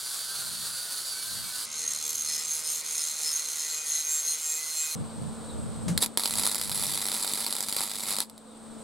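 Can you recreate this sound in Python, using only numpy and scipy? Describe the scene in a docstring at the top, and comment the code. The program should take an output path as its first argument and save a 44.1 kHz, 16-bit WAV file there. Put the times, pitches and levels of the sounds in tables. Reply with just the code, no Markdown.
"""An angle grinder cuts a steel bar, then dresses a bracket, then a wire welder runs a bead: three outdoor jobs,
switching abruptly. The discs are noise repeating each turn, shaped by steel resonances, under a whine of sines.
The bracket scrapes once a turn, chatters, rings and squeals. The arc is noise pulsed by a 100 Hz supply ripple,
with impulses for shorting wire and bursting droplets. Wind of filtered noise runs throughout, with gusts during
the cutting and the welding; the weld also has a fan, insects of resonant noise and a bird of gliding sines."""
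import sys
import numpy as np
from scipy import signal
from scipy.fft import rfft, irfft
from scipy.io import wavfile
from scipy.ndimage import uniform_filter1d, map_coordinates

SR = 44100
rng = np.random.default_rng(int(sys.argv[2]) if len(sys.argv) > 2 else 0)


def master(y):
    """Save y as 16-bit WAV."""
    cut = np.clip(np.atleast_2d(y).T, -1, 1)
    pcm = np.round(cut * 32767)  # scale
    wavfile.write(sys.argv[1], SR, pcm.astype(np.int16))


N = 389403
TIME = np.arange(N) / SR
CUT_END_S, GRIND_END_S = 1.655, 4.951

# Cutting disc speed: (time [s], speed [turns/s])
CUT_SPEED = [(0, 127.6), (.2, 123.5), (.35, 132.4), (.42, 128.6), (.52, 126.3), (.63, 131.9), (.69, 130.1),
             (.76, 132.4), (.85, 131.8), (.95, 134.1), (1.08, 130.5), (1.16, 126.2), (1.31, 131),
             (1.44, 126.3), (1.65, 123.1)]
# Tone of the cutting rasp: (frequency [Hz], level [dB per Hz])
CUT_COLOUR = [(60, -37), (250, -17), (550, -11.5), (850, -10.5), (1400, -5.5), (1800, -12.5), (2700, -12),
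              (3400, -4), (4300, 2), (5400, -4.5), (7500, -2.5), (9300, 1.5), (12000, -6), (15500, -13.5)]
# Resonances of bar and guard: (frequency [Hz], width [Hz], lift [dB])
CUT_MODES = [(1525, 170, 5.5), (4570, 200, 4), (11010, 100, 11.5)]
# Pushes of the hand into the slot: (middle [s], rise [dB])
PUSHES = [(.16, 2), (.39, 2), (.66, 2.5), (.97, 2), (1.35, 1.5), (1.58, 2)]
# The bar sings as the disc binds: (middle [s], length [s], multiple of disc speed [1], level [dB])
CUT_SWELLS = [(.33, .18, 12, -51), (.41, .12, 11, -50), (.86, 0.41, 11, -51), (1.103, .13, 36, -41),
              (1.197, .16, 18, -56), (1.303, 0.11, 12, -48), (1.48, 0.11, 18, -54), (1.56, .2, 12, -53)]
CUT_DB, PUSH_S = -35.5, 0.15  # steady feed before the pushes; length of one push

# Light air round the grinder: (time [s], level [dB])
LIGHT_AIR = [(0, -68), (2.4, -66.5), (3.5, -78), (4.95, -80)]
# Gusts during cutting and welding: (middle [s], length [s], level [dB])
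GUSTS = [(.56, 0.56, -58.5), (1.386, 0.29, -56), (5.0, 0.17, -42), (5.236, 0.17, -43), (5.45, 1.54, -52),
         (5.66, 0.36, -46), (5.898, 0.27, -40.5), (6.38, 0.24, -49), (6.813, 0.55, -49.5)]
# Tone of the wind: (frequency [Hz], level [dB per Hz])
WIND_COLOUR = [(20, -14), (40, -12), (70, 1.5), (120, 4.5), (185, 5.5), (280, -6.5), (500, -17.5),
               (1200, -26), (4000, -54)]
WELD_AIR_DB, GUST_SHAPE = -63, 1.3  # light air of the weld before YARD_LEVEL; gust sharpness

# Grinding disc speed: (time [s], speed [turns/s])
GRIND_SPEED = [(1.7, 155), (2.32, 152.8), (2.5, 154.8), (2.92, 154.5), (3.22, 154), (4.12, 154.7),
               (4.27, 154.7), (4.57, 156.1), (4.95, 155.6)]
# Tone of the scrape: (frequency [Hz], level [dB per Hz])
GRIND_COLOUR = [(300, -27.5), (1200, -20), (2800, -10.5), (4000, -3), (4800, -2.5), (6000, 1), (8300, 3),
                (10500, 1), (12500, -7.5), (15500, -16.5)]
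# Resonances of the bracket: (frequency [Hz], width [Hz], level before pressure [dB])
BRACKET_MODES = [(4246, 120, -15.5), (6486, 270, -6), (7000, 640, -14.5), (7490, 260, -16.5),
                 (8930, 290, -16.5), (9900, 300, -21), (11270, 230, -26), (12970, 220, -21.5)]
# Strokes over the bracket: (middle [s], length [s], level [dB], chatter [0-1], treble change [dB])
STROKES = [(1.87, 0.33, -31, 1, -9), (2.114, 0.24, -31.5, 1, 2.5), (2.329, 0.29, -30.3, 0.85, -2.5),
           (2.543, 0.18, -31.5, 0.3, 1.5), (2.726, 0.2, -30.5, 0.4, 0), (3.005, 0.34, -30, 0.6, -2),
           (3.288, 0.28, -29.5, 0.52, -0.5), (3.605, 0.52, -31.5, 0.5, -1), (3.939, 0.2, -29, 0.06, -3),
           (4.139, 0.24, -32.5, .15, 5.5), (4.305, .13, -30.5, 0.3, 0.5), (4.506, 0.3, -33, 0.2, 4),
           (4.84, 0.45, -32.5, 0.06, 4)]
# One bracket mode locks into a squeal: (middle [s], length [s], pitch [Hz], level before the later lift [dB])
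SQUEALS = [(1.97, 0.13, 4170, -46.5), (2.345, 0.21, 5200, -43.5), (2.668, 0.1, 5200, -47),
           (2.69, 0.13, 9020, -40), (2.999, .085, 5230, -44), (3.01, .14, 9030, -43),
           (3.285, 0.11, 5230, -38), (3.28, .15, 9040, -43), (2.56, .12, 10050, -44),
           (3.61, .08, 5227, -48), (3.74, 0.25, 7370, -45.5), (4.15, 0.17, 7470, -36),
           (4.3, .1, 4190, -43.5), (4.32, .1, 8870, -40.5), (4.5, 0.23, 7500, -39.5),
           (4.81, 0.13, 7473, -37.5)]
# Tone of the motor air: (frequency [Hz], level [dB per Hz])
MOTOR_AIR = [(40, -24), (120, -21), (230, -10.5), (330, -13), (480, -7), (750, -8.5), (1200, -3.5),
             (1550, -2.5), (1730, -21), (2050, -0.5), (2450, -5), (2800, -6.5), (5000, -1.5), (15000, -27)]
# Gear and fan whine: (multiple of disc speed [1], level before flutter [dB])
MOTOR_LINES = [(3, -68.5), (8, -72.5), (12, -63.5), (13, -61.5), (15, -68.5), (16, -67)]
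# The whine swells as the tool tilts: (middle [s], length [s], multiple of disc speed [1], level [dB])
GRIND_SWELLS = [(3.8, .16, 16, -52), (3.95, .22, 13, -54), (4.12, .18, 16, -52.5), (4.52, .26, 16, -52),
                (4.63, 0.21, 13, -48), (4.85, .22, 16, -50)]
STROKE_SHAPE, SKIM_DB, TREBLE_HZ = 0.45, -39, 10700  # roundness of a stroke; skimming between strokes
RASP_HZ, RASP_AT_HZ, RASP_POWER = 22, 5200, 2.7  # squeal pitch jitter; higher modes are raspier

# The yard sinks while the arc burns and swells back: (time [s], change [dB])
YARD_LEVEL = [(4.95, -2.5), (5.96, -1.5), (6.3, -9.5), (8.28, -12.5), (8.83, -4.5)]
# Tone of the fan's blowing: (frequency [Hz], level [dB per Hz])
YARD_AIR = [(100, -6.5), (280, 3.5), (380, -4), (480, 3), (700, -3), (1000, -4.5), (1400, -8),
            (1800, -17.5), (2800, -20), (4000, -14), (6000, -23), (10000, -26), (15000, -35)]
# Fan hum: (multiple of blade rate [1], level before swelling and YARD_LEVEL [dB])
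FAN_LINES = [(1, -44.5), (2, -57.5)]
# Calls of a distant bird: (middle [s], length [s], start pitch [Hz], end pitch [Hz], level before flutter [dB])
CHIRPS = [(5.1, .05, 4720, 4560, -56), (5.49, .15, 4340, 3550, -53), (8.512, 0.14, 3990, 3350, -61)]

# Arc strength as the torch moves along the seam: (time [s], level before flares and tone [dB])
ARC = [(6.2, -31.5), (6.5, -31), (7.35, -31), (7.6, -34), (8.21, -32.5)]
# The arc flares or sinks to a lull: (middle [s], length [s], change [dB])
FLARES = [(6.42, 0.13, 4.5), (6.565, 0.053, -4), (6.69, 0.17, -2.5), (6.805, 0.082, 2), (6.92, .07, 1.5),
          (7.145, 0.094, 2.5), (7.67, 0.048, -3), (7.8, 0.097, 5.5), (8.116, 0.073, 4.5)]
# The cold wire strikes the work: (time [s], flash level before tone [dB])
STRIKES = [(5.9776, -19), (6.1746, -15.5)]
# Loudest shorts of the wire and pops of spatter: (time [s], impulse level before tone [dB])
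POPS = [(5.9759, -2), (6.0207, -5), (6.0603, -10.5), (6.1729, -2), (6.1952, -7), (6.235, -9),
        (6.2565, -4.5), (6.2744, -7), (6.3075, -9.5), (6.337, -7.5), (6.354, -10), (6.3958, -9),
        (6.4116, -14), (6.4344, -7.5), (6.465, -4.5), (6.473, -6.5), (6.5455, -8.5), (6.555, -9),
        (6.58, -10.5), (6.6133, -6.5), (6.6947, -8), (6.7153, -9.5), (6.8242, -10), (6.8355, -7.5),
        (6.8661, -8.5), (6.9362, -8.5), (6.9748, -9.5), (7.0544, -9.5), (7.0647, -9), (7.085, -9),
        (7.1163, -9), (7.1419, -9), (7.2254, -11), (7.2452, -8), (7.276, -11), (7.3351, -8), (7.464, -7),
        (7.5254, -9.5), (7.5514, -10), (7.5644, -11), (7.6055, -7.5), (7.626, -8.5), (7.6847, -9),
        (7.7249, -8), (7.765, -7), (7.8059, -10), (8.1056, -8.5), (8.165, -9.5), (8.1849, -9), (8.203, -6),
        (8.297, -27), (8.3779, -30)]
# Tone of the whole arc: (frequency [Hz], level [dB per Hz])
ARC_COLOUR = [(60, -16), (250, -1), (500, -3.5), (1100, 0), (1650, -5.5), (2100, -3), (2850, -7.5),
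              (3750, 3), (4700, 5), (6200, -5.5), (8200, 7), (9400, -1), (10600, 6), (12700, -4),
              (15700, -12)]
# Extra brightness of the cracks: (frequency [Hz], lift [dB])
CRACK_COLOUR = [(9000, 1.5), (15000, 4.5)]
ARC_ON_S, ARC_OFF_S, ARC_RELEASE_S = 6.175, 8.22, 0.014
FALSE_START_S, FALSE_START_LENGTH_S, FALSE_START_DB = 6.029, 0.068, -22  # one sputter before the arc holds
RIPPLE_HZ, CREST_S = 100, .0063  # supply ripple; time of its first crest
SHORT_CHANCE, SHORT_DB, SHORT_JITTER_S = .36, 12.5, .0014  # lesser shorts: chance per crest; level over the arc
POP_RISE_S = .0011  # delay of a pop after its listed time
FLASH_DECAY_S, LULL_DB = 0.0017, -4.5  # the sizzle drops while the wire touches the pool

# Tone of the scattered sound: (frequency [Hz], level [dB])
SCATTER_COLOUR = [(300, -1), (650, 3.5), (1400, 0.5), (3000, 1.5), (6500, 1), (9500, -1.5), (15000, 1.5)]
SHADE, SHADE_HZ = 0.2, 9900  # the shortest waves are softer on the left, stronger on the right
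TOP_HZ = 15900


def amp(db):
    """Decibels to gain."""
    return 10 ** (np.asarray(db) / 20)


def unit(x):
    """Scale to rms 1."""
    return x / np.sqrt(np.mean(x ** 2))


def noise():
    """White noise with a spread of 1."""
    return rng.standard_normal(N)


def curves(table):
    """Each column of a timed table, at every sample."""
    s, *columns = np.transpose(table)
    return [np.interp(TIME, s, column) for column in columns]


def during(start, end):
    """1 between two times, with edges of about a millisecond."""
    return uniform_filter1d(1. * ((TIME >= start) & (TIME < end)), size=48)


def arch(s, length, shape=1):
    """Rise and fall round a moment, top 1; a larger shape is sharper."""
    return np.maximum(1 - (2 * (TIME - s) / length) ** 2, 0) ** shape


def walk(rate):
    """Smooth random wander of rms 1, with a given number of knots a second."""
    knots = rng.standard_normal(8192)[:int(TIME[-1] * rate) + 8]
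    smooth = signal.resample_poly(knots, 8, 1)
    return unit(np.interp(TIME * rate, np.arange(len(smooth)) / 8, smooth))


def colour(x, spectrum, modes=()):
    """Minimum-phase filter: a broad (Hz, dB) shape with resonances standing on it."""
    size = 8192
    f = np.arange(size // 2 + 1) * SR / size
    hz, db = np.transpose(spectrum)
    gain = amp(np.interp(np.log(f + 1), np.log(hz), db))
    for centre, width, lift in modes:
        gain = gain * amp(lift / (1 + (2 * (f - centre) / width) ** 2))
    # folding the cepstrum forward in time makes the filter causal
    cepstrum = irfft(np.log(gain))
    cepstrum[1:size // 2] *= 2
    cepstrum[size // 2 + 1:] = 0
    impulse = irfft(np.exp(rfft(cepstrum)))
    return signal.oaconvolve(x, impulse)[:N]


def highpass(x, hz):
    """Keep the treble, without shifting it in time."""
    return signal.filtfilt(*signal.butter(2, hz, "high", fs=SR), x)


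def resonate(x, hz, width_hz):
    """One resonance, gain 1 at its centre."""
    return signal.lfilter(*signal.iirpeak(hz, hz / width_hz, fs=SR), x)


def fade(x, decay_s):
    """Give each impulse an exponential tail."""
    return signal.lfilter([1], [1, -np.exp(-1 / (decay_s * SR))], x)


def turns_of(hz):
    """Cycles completed at each sample."""
    return np.cumsum(hz * np.ones(N)) / SR


def tones(turns, lines, waver_db=2.5):
    """Sines on multiples of a rotation, each wavering in level."""
    out = np.zeros(N)
    for multiple, db in lines:
        level = np.sqrt(2) * amp(db + waver_db * walk(8.3))
        out += level * np.sin(2 * np.pi * multiple * turns)
    return out


def swells(turns, table):
    """Single partials of the whine rise and fall, trembling, and glide with the disc."""
    sung = np.zeros(N)
    for s, length, multiple, db in table:
        sung += amp(db) * arch(s, length) * np.cos(2 * np.pi * multiple * turns)
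    return np.sqrt(2) * sung * amp(2.1 * walk(70))


def place(x, side_db, left_db):
    """Stereo: scatter off bench, hands and ground differs left and right, and shifts as time goes on."""
    age = TIME[:2048]
    scatters = rng.standard_normal((2, len(age))) * np.exp(-age / .007) * (age > .0003)
    one, other = (signal.oaconvolve(x, colour(s / np.linalg.norm(s), SCATTER_COLOUR))[:N] for s in scatters)
    angle = 1.52 * walk(4.2)
    side = amp(side_db) * (np.cos(angle) * one + np.sin(angle) * other)
    side = side - SHADE * highpass(x, SHADE_HZ)
    left = (x + side) * amp(left_db / 2)
    right = (x - side) * amp(-left_db / 2)
    return np.array([left, right])


def grit(turns, wear_turns, fresh_db):
    """The rim's grains repeat every turn and slowly wear into a new pattern; torn chips add fresh noise."""
    rims = signal.resample(rng.standard_normal((400, 256)), 2048, axis=1)
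    position = turns % 1 * (rims.shape[1] - 1)
    rim = map_coordinates(rims, [turns / wear_turns, position], order=1, mode="wrap")
    return unit(unit(rim) + amp(fresh_db) * noise())


def cutting():
    """A thin disc buried in the slot: steady contact swells with each push, and the whine follows the disc."""
    (speed_hz,) = curves(CUT_SPEED)
    feed_db = CUT_DB + sum(db * arch(s, PUSH_S, shape=2.2) for s, db in PUSHES)
    turns = turns_of(speed_hz * (1 + 0.0012 * walk(24.93)))
    twice_a_turn = np.cos(4 * np.pi * turns)
    bite = amp(0.67 * walk(60.05) + 1.0 * walk(700) + 0.47 * twice_a_turn)
    rasp = unit(colour(grit(turns, wear_turns=10, fresh_db=3.5) * bite, CUT_COLOUR, CUT_MODES))
    # each partial of the whine sings out as it glides through a resonance of the bar
    cluster = tones(turns, [(k, -53) for k in range(31, 41)])
    sung = resonate(cluster, 4600, 160) + resonate(cluster, 4290, 260) * amp(-4.5)
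    whine = sung + tones(turns, [(12, -61), (14, -64)]) + swells(turns, CUT_SWELLS)
    return place(rasp * amp(feed_db) + whine, side_db=-13.0, left_db=-0.5) * during(0, CUT_END_S)


def wind():
    """Low noise as light air, with gusts in cutting and welding; its opposite-phase part is strongest in the lows."""
    (air_db,), (yard_db,) = curves(LIGHT_AIR), curves(YARD_LEVEL)
    force = amp(np.where(TIME < GRIND_END_S, air_db, WELD_AIR_DB + yard_db))
    for s, length, db in GUSTS:
        # a gust never crosses between grinding and welding
        same_job = (TIME < GRIND_END_S) == (s < GRIND_END_S)
        force = force + amp(db) * arch(s, length, GUST_SHAPE) * same_job
    mid, side = (unit(colour(noise(), WIND_COLOUR)) for _ in range(2))
    side = colour(side, [(60, 13.0), (110, 4.9), (200, 6.8), (400, 5)])
    # one low thump in a gust before the weld
    swell = amp(-22) * np.exp(-((TIME - 5.915) / 0.028) ** 2)
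    thump = np.sin(2 * np.pi * turns_of(182 + 28 * walk(110))) * swell
    return force * np.array([mid + side, mid - side]) + place(thump, side_db=-13, left_db=3)


def squeals(table):
    """Modes that lock into a rasping tone, swell and let go."""
    out = np.zeros(N)
    for s, length, hz, db in table:
        on = np.abs(TIME - s) < length / 2
        jitter = unit(uniform_filter1d(noise()[on], size=64))
        pitch_hz = hz + RASP_HZ * (hz / RASP_AT_HZ) ** RASP_POWER * jitter
        swell = amp(db) * np.cos(np.pi * (TIME[on] - s) / length)
        out[on] += swell * np.sin(2 * np.pi * np.cumsum(pitch_hz) / SR)
    return out


def grinding():
    """The disc strokes the bracket, wobbling once a turn; when it bounces, every second turn lands harder."""
    (speed_hz,), (_, _, chatter, treble_db) = curves(GRIND_SPEED), curves(STROKES)
    # pressure is greatest in mid stroke
    power = amp(SKIM_DB) ** 2
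    for s, length, db, _, _ in STROKES:
        power = power + (amp(db) * arch(s, length, STROKE_SHAPE)) ** 2
    pressure = np.sqrt(power)
    turns = turns_of(speed_hz * (1 + 0.000656 * walk(25)))
    wobble = np.cos(2 * np.pi * turns)
    bounce = np.cos(np.pi * turns + 2.0 * walk(14))
    push = 0.61 * wobble + chatter * (0.81 * bounce + 0.36 * walk(110))
    contact = amp(7.15 * np.tanh(push))
    contact /= np.sqrt(uniform_filter1d(contact ** 2, size=2048))
    force = grit(turns, wear_turns=20, fresh_db=3) * contact
    scrape = unit(colour(force, GRIND_COLOUR)) * amp(-4.0)
    # the contact point slides over the bracket, so its modes swell and fade each in their own time
    for hz, width_hz, db in BRACKET_MODES:
        ring = unit(resonate(resonate(force, hz, width_hz), hz, 2 * width_hz))
        woken = (pressure / amp(-31.5)) ** (-.03 * db)  # the weaker the mode, the more pressure it needs
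        scrape = scrape + ring * amp(db) * woken * unit(amp(2.7 * walk(14)))
    treble = highpass(scrape, TREBLE_HZ)
    steel = (scrape + (amp(treble_db) - 1) * treble) * pressure
    steel = steel + squeals(SQUEALS) * contact ** 0.89 * amp(9.0)
    # the motor's whine flutters, and single partials stand out as the tool tilts
    whine = tones(turns, MOTOR_LINES) * amp(2.8 * walk(40)) + swells(turns, GRIND_SWELLS)
    judder = chatter * tones(turns, [(1.5, -68)])
    air = unit(colour(grit(turns, wear_turns=15, fresh_db=6), MOTOR_AIR)) * amp(-45.5)
    motor = air + whine + judder
    both = place(steel, side_db=-18.0, left_db=-0.4) + place(motor, side_db=-9.5, left_db=-0.5)
    return both * during(CUT_END_S, GRIND_END_S)


def distant_bird():
    """Gliding sines with a fast pitch tremble and a broken, fluttering level."""
    bird = np.zeros(N)
    for s, length, start_hz, end_hz, db in CHIRPS:
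        along = np.clip((TIME - s) / length + .5, 0, 1)
        pitch_hz = start_hz + (end_hz - start_hz) * along + 110 * walk(500)
        bird += amp(db) * np.sin(np.pi * along) * np.sin(2 * np.pi * turns_of(pitch_hz))
    return bird * unit(amp(3.3 * walk(55)))


def yard():
    """The welder's fan hums at its blade rate and blows, insects shrill steadily, a bird calls far off."""
    (level_db,) = curves(YARD_LEVEL)
    # the arc loads the supply and slows the fan a little
    blade_hz = np.interp(TIME, [6.1, 6.8, 8.25, 8.83], [223.9, 220.5, 220.7, 222.5]) + 0.604 * walk(12)
    hum_lift_db = np.interp(TIME, [8.0, 8.8], [1, 3])
    hum = tones(turns_of(blade_hz), FAN_LINES, waver_db=0.4) * amp(hum_lift_db)
    fan = hum + unit(colour(noise(), YARD_AIR)) * amp(-43.0)
    shrill = unit(resonate(resonate(noise(), 8200, 1050), 8530, 1500))
    insects = shrill * amp(-49.0 + 1.0 * walk(40))
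    near = place(fan, side_db=-8, left_db=0.6) + place(insects, side_db=-21, left_db=0.0)
    return (near * amp(level_db) + distant_bird()) * during(GRIND_END_S, np.inf)


def knock():
    """A short scuff as the welder gets into position: noise with a sudden start and exponential decay."""
    age = np.maximum(TIME - 5.881, 0)
    scuff = unit(colour(noise(), [(200, 5.5), (1000, -6), (4000, -11.0), (9000, -5), (15000, -27)]))
    return place(scuff * (age > 0) * np.exp(-age / 0.026) * amp(-30.0), side_db=-15, left_db=0.5)


def wire_shorts(burn):
    """One impulse for each short: the loud ones, and lesser ones by chance near the crests of the ripple."""
    crests = np.arange(CREST_S, TIME[-1] - .02, 1 / RIPPLE_HZ)
    late = rng.standard_normal(len(crests))
    happens = rng.random(len(crests)) < SHORT_CHANCE
    at = ((crests + SHORT_JITTER_S * late) * SR).astype(int)
    shorts = np.zeros(N)
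    shorts[at] = happens * burn[at] * amp(SHORT_DB)
    for s, db in POPS:
        shorts[int((s + POP_RISE_S) * SR)] = amp(db)
    return shorts


def welding():
    """The arc flashes alight and sizzles on each supply ripple; shorts of the wire burst as sharp cracks."""
    (run_db,) = curves(ARC)
    run_db = run_db + sum(db * arch(s, length) for s, length, db in FLARES)
    release = np.exp(-np.maximum(TIME - ARC_OFF_S, 0) / ARC_RELEASE_S)
    run = amp(run_db) * (TIME > ARC_ON_S) * release
    burn = run + amp(FALSE_START_DB) * arch(FALSE_START_S, FALSE_START_LENGTH_S, shape=3.1)
    ripple = np.cos(2 * np.pi * RIPPLE_HZ * (TIME - CREST_S))
    shorts = wire_shorts(run)
    # the wire touches the pool for about 9 ms before each crack, and the sizzle dips
    touching = uniform_filter1d(1. * (shorts > 0), size=400, origin=-199) > 1e-6
    burn = burn * amp(LULL_DB * touching)
    sizzle = noise() * unit(amp(4.0 * ripple + 2.4 * walk(130))) * burn * amp(-1.5)
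    flash = sum(amp(db) * (TIME > s) * np.exp(-np.abs(TIME - s) / FLASH_DECAY_S) for s, db in STRIKES)
    # the gas nozzle rings with the sizzle, most while the bead is young
    nozzle_db = np.interp(TIME, [7.0, 7.7], [-1, -14])
    sizzle = sizzle + resonate(sizzle, 10640, 660) * amp(nozzle_db)
    # small droplets burst mostly near the crest of the current
    bursts = rng.random(N) < 650 / SR * amp(9 * ripple - 2)
    sizes = shorts + bursts * burn * amp(7 + 3.2 * np.clip(noise(), -2, 1))
    # each crack leaves a short noisy tail, in a fast and a slow part
    tails = np.sqrt(amp(-18.0) * fade(sizes ** 2, 0.00033) + amp(-49.5) * fade(sizes ** 2, 0.0039))
    cracks = colour(sizes, CRACK_COLOUR) + tails * np.sign(noise())
    arc = colour(sizzle + flash * noise() + cracks, ARC_COLOUR)
    # the yard returns a faint, short wash
    wash = rng.standard_normal(SR // 4) * np.exp(-TIME[:SR // 4] / 0.011)
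    arc = arc + amp(-11.0) * signal.oaconvolve(arc, wash / np.linalg.norm(wash))[:N]
    return place(arc, side_db=-12.0, left_db=-0.3)


def scene():
    """The three jobs, one after another, in the open air."""
    return cutting() + wind() + grinding() + yard() + knock() + welding()


def record(dry):
    """A steep low-pass removes the extreme treble."""
    return signal.sosfilt(signal.ellip(8, .2, 70, TOP_HZ, fs=SR, output="sos"), dry)


dry = scene()
out = record(dry)
master(out)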